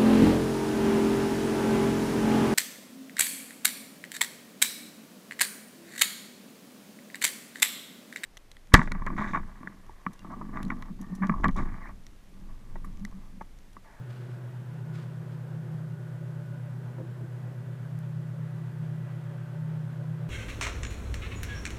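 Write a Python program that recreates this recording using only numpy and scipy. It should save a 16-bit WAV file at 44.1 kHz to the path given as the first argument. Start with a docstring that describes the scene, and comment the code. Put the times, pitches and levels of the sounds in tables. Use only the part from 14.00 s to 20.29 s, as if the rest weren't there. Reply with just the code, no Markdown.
"""Distant machinery drones over a town at night, heard from a height. Its deep, close tones throb
against each other while a higher engine tone swells, fades and returns. Far road traffic blurs
into a steady roar, with faint whines from vehicles and machines. Near the microphone there are
a few soft rustles, two dull double knocks on something hollow and one tiny tick."""
import sys
import numpy as np
from scipy import signal
from scipy.fft import rfft, irfft
from scipy.io import wavfile

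SR = 44100
rng = np.random.default_rng(int(sys.argv[2]) if len(sys.argv) > 2 else 0)


def wav_out(sig):
    """Save sig, one row per channel (or a flat mono array), as 16-bit PCM at SR to the path in sys.argv[1]."""
    wavfile.write(sys.argv[1], SR, np.round(np.clip(np.atleast_2d(sig).T, -1, 1) * 32767).astype(np.int16))


N = 277389
T = np.arange(N) / SR
HZ = np.fft.rfftfreq(N, 1 / SR)


def gain_of(db):
    """Turns decibels into a number to multiply by."""
    return 10 ** (np.asarray(db) / 20)


def evened(x):
    """Scales a signal to an average size (rms) of one."""
    return x / np.sqrt(np.mean(x ** 2) + 1e-20)


def curve(rows):
    """Joins (t/s, value) rows by straight lines."""
    return np.interp(T, *np.transpose(rows))


def colour(points):
    """Gain at every frequency from (f/Hz, level/dB) points, falling steeply beyond both ends."""
    hz, db = np.transpose(points)
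    shape = gain_of(np.interp(np.log(HZ + 1), np.log(hz), db))
    return shape / (1 + (HZ / hz[-1] / 2) ** 8) / (1 + (hz[0] / 2 / (HZ + 1)) ** 8)


def peak(hz, width):
    """Gain at every frequency: one at hz, half at width to either side."""
    return 1 / (1 + ((HZ - hz) / width) ** 2)


def noise(density):
    """Noise with the given strength (amplitude per root hertz) at each frequency."""
    return irfft(rfft(rng.standard_normal(N)) * density, N) * np.sqrt(SR / 2)


def wander(rate_hz):
    """A smooth random wobble of average size one, up to about the given rate."""
    return evened(noise(np.exp(-(HZ / rate_hz) ** 2)))


def passing(s, half_s):
    """Gain of a source that is nearest at time s and has half the power half_s before and after."""
    return 1 / np.hypot(1, (T - s) / half_s)


# the machines' steady tones: f/Hz, level/dB
DRONE_TONES = [(123.63, -39.3), (115.32, -48.1), (109.9, -61), (103, -69), (82.5, -72), (77.5, -71),
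               (58.5, -82)]
# how the whole drone rises and falls: t/s, level change/dB
DRONE_LOUDNESS = [(0, -0.6), (1.55, -1.1), (2.7, 0.55), (4.6, 0.7), (5.4, -0.8), (6.29, .5)]

def drone(in_step_s=.10, waver_db=.5, drift_turns=0.014):
    """Machines run at slightly different speeds; their tones throb each time they fall into step."""
    start_turns = rng.random()
    tones = np.zeros(N)
    for hz, db in DRONE_TONES:
        loudness = gain_of(db + waver_db * wander(1.6))
        turns = hz * (T - in_step_s) + start_turns + drift_turns * wander(3.7)
        tones += loudness * np.cos(2 * np.pi * turns)
    return np.sqrt(2) * gain_of(curve(DRONE_LOUDNESS)) * tones


# low rumble of exhausts: f/Hz, level/dB per Hz
RUMBLE_COLOUR = [(20, -100), (45, -98), (70, -105), (95, -86.5), (122, -70), (145, -69.5), (175, -70.5),
                 (210, -76.5), (300, -87), (600, -120)]
# roar of many engines: f/Hz, level/dB per Hz
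ROAR_COLOUR = [(100, -100), (200, -89), (290, -85.5), (440, -84), (520, -82), (620, -83), (720, -88.5),
               (1000, -95.5), (1600, -96), (3000, -118)]
# pitches that stand out of the roar: f/Hz, width/Hz, level/dB per Hz
ROAR_HUMPS = [(232.8, 5.9, -76.5), (320, 9.5, -82), (355.4, 11.7, -73), (393.4, 9.1, -76), (496, 19, -84),
              (890, 23, -91), (994, 8.5, -85.5), (1540, 80, -91)]
# how the roar ebbs and flows: t/s, level change/dB
ROAR_LOUDNESS = [(0, 0), (.9, -0.2), (1.7, -0.3), (3.2, 1), (4.2, -2.5), (6.29, 1)]
# rush of tyres on the road: f/Hz, level/dB per Hz
TYRE_COLOUR = [(300, -105), (800, -90.5), (1300, -91), (1700, -91), (2000, -96.5), (2350, -99.5),
               (3300, -102.5), (4500, -112), (7000, -125)]
# how that rush ebbs and flows: t/s, level change/dB
TYRE_LOUDNESS = [(0, 0), (2, -1.84), (4.9, 0.36), (6.29, 1)]

def traffic(roar_waver_db=1.35, hump_waver_db=1.5, tyre_waver_db=0.78):
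    """Many far vehicles: exhausts rumble steadily; engine roar and tyre noise waver in the night air."""
    rumble = noise(colour(RUMBLE_COLOUR))
    roar = noise(colour(ROAR_COLOUR)) * gain_of(roar_waver_db * wander(6))
    for hz, width, db in ROAR_HUMPS:
        roar += noise(gain_of(db) * peak(hz, width)) * gain_of(hump_waver_db * wander(2.1))
    tyres = noise(colour(TYRE_COLOUR)) * gain_of(curve(TYRE_LOUDNESS) + tyre_waver_db * wander(12.5))
    return rumble + gain_of(curve(ROAR_LOUDNESS)) * roar + tyres


# the higher engine tone comes in, sinks away and returns: t/s, level/dB
ENGINE_LOUDNESS = [(0.0, -54), (0.4, -56.7), (0.85, -37), (1.05, -42), (1.6, -37), (3.4, -47), (4.1, -40),
                   (5.6, -38.5), (5.8, -33.5), (5.92, -39), (6.29, -37.5)]

def engine(firing_hz=156.46, drift_turns=0.073, flutter_db=1.73, flutter_hz=5.3, scatter_db=-53):
    """An engine's firing tone flutters in the moving air; rough, scattered sound swells with it."""
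    level_db = curve(ENGINE_LOUDNESS)
    turns = firing_hz * T + rng.random() + drift_turns * wander(2.3)
    tone = np.sqrt(2) * np.cos(2 * np.pi * turns)
    scatter = evened(noise(peak(hz=160, width=9)))
    tone *= gain_of(level_db + flutter_db * wander(flutter_hz))
    scatter *= gain_of(scatter_db + level_db - level_db.mean())
    return tone + scatter


# thin whines, some still growing at the end: f/Hz, level/dB, loudest at t/s, time to half power/s
MACHINE_WHINES = [(894, -69.5, 6.1, 3.4), (1218, -71.5, 9.9, 1), (1460, -67, 2, 1.8), (1547, -70, 7.1, 1.2),
                  (1957, -72.5, 5.6, 3.4), (2290, -91, 2.5, 4), (2520, -87, 3.7, 4), (2945, -92, 8.7, 2.3)]

def machine_whines(pitch_drift=.004, waver_db=3):
    """Faint tones of far machines drift in pitch and fade in and out on the air."""
    tones = np.zeros(N)
    for hz, db, s, half_s in MACHINE_WHINES:
        loudness = gain_of(db + waver_db * wander(3.6)) * passing(s, half_s)
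        pitch_hz = hz * (1 + pitch_drift * wander(6.03))
        tones += loudness * np.cos(2 * np.pi * np.cumsum(pitch_hz) / SR)
    return tones


def stroke(s, rise, fade):
    """A loudness shape that rises from time s and then dies away."""
    age = np.maximum(T - s, 0)
    return np.minimum(age / rise, 1) * np.exp(-np.maximum(age - rise, 0) / fade)


# each soft brush: t/s, level change/dB, rise/s, fade/s
RUSTLE_STROKES = [(.08, -1.5, 0.022, 0.093), (.19, -11, 0.022, 0.08), (.305, -7, 0.011, .03),
                  (.922, 1.5, 0.028, 0.087), (.98, -14, 0.018, 0.049), (1.31, -7, 0.016, 0.054),
                  (4.81, -10, .015, .045)]
# the noise they all share: f/Hz, level/dB per Hz
RUSTLE_COLOUR = [(500, -113), (1200, -86.5), (2700, -94), (4900, -99), (5900, -106.5), (8700, -107),
                 (10500, -116), (15000, -125)]

def rustles(grain_db=2):
    """Short, soft brushing sounds; a fast wobble in loudness makes them slightly grainy."""
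    pressure = sum(gain_of(db) * stroke(s, rise, fade) for s, db, rise, fade in RUSTLE_STROKES)
    return pressure * noise(colour(RUSTLE_COLOUR)) * gain_of(grain_db * wander(90))


# far vehicles going by: nearest at t/s, level/dB, time to half power/s
VEHICLE_PASSES = [(2.5, -59, 0.16), (5.3, -60.5, 1)]

def vehicle_whine(pitch_hz=578, width_hz=17):
    """The whine of passing vehicles, smeared by its many paths through the town."""
    power = sum((gain_of(db) * passing(s, half_s)) ** 2 for s, db, half_s in VEHICLE_PASSES)
    return np.sqrt(power) * evened(noise(peak(pitch_hz, width_hz)))


# two pairs of blows: t/s, level/dB, fade of the scuff/s, muffled above f/Hz
KNOCK_BLOWS = [(2.984, -44.5, .011, 1100), (3.003, -41.7, .028, 560), (3.21, -48, .008, 400),
               (3.237, -45.5, .008, 180)]
# the notes the hollow body rings with: f/Hz, relative level/dB, time to fade by 60 dB/s
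BODY_NOTES = [(232, 4, .04), (334, 0, .14), (415, -4, .07), (517, -3, .13), (640, 1, .02), (960, 4, .012)]

def knocks(rise_s=0.0031, spread_s=0.024):
    """A push and a short scuff ring a small hollow body; a softer touch rings only its low notes."""
    t = T[:SR // 3]
    notes = sum(gain_of(db - 60 * t / t60) * np.sin(2 * np.pi * hz * t) for hz, db, t60 in BODY_NOTES)
    body = rfft(notes, N) * (HZ / (HZ + 150j)) ** 2  # a small body gives off little bass
    out = np.zeros(N)
    for s, db, fade, muffle_hz in KNOCK_BLOWS:
        push = np.exp(-2j * np.pi * HZ * s)  # the spectrum of one sharp click at time s
        scuff = stroke(s, rise_s, fade) * rng.standard_normal(N)
        blow = push + rfft(scuff / np.linalg.norm(scuff))
        ring = irfft(blow * body / np.sqrt(1 + (HZ / muffle_hz) ** 4), N)
        # the level counts the ring's energy as if spread over spread_s
        out += gain_of(db) * ring * np.sqrt(spread_s * SR) / np.linalg.norm(ring)
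    return out


def tick(at_s=3.9901, level_db=-37.5, pitch_hz=10200, length_s=.00005):
    """One tiny bright tick: a high tone too short to hear as a note."""
    age = T - at_s
    return gain_of(level_db) * np.exp(-(age / length_s) ** 2) * np.cos(2 * np.pi * pitch_hz * age)


def scene():
    """The far town and the small near sounds, in one channel."""
    far = drone() + traffic() + engine() + machine_whines() + vehicle_whine()
    near = rustles() + knocks() + tick()
    return (far + near)[None]


# the microphone's own hiss: f/Hz, level/dB per Hz
HISS_COLOUR = [(20, -110), (4000, -109.5), (7500, -110), (11000, -112.5), (15000, -115)]

def record(dry, top_hz=15350):
    """The microphone adds its hiss; then the very highest treble is cut off."""
    with_hiss = dry + noise(colour(HISS_COLOUR))
    treble_cut = signal.firwin(801, top_hz, window=("kaiser", 9), fs=SR)
    return signal.oaconvolve(with_hiss, treble_cut[None], "same")


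dry = scene()
out = record(dry)
wav_out(out)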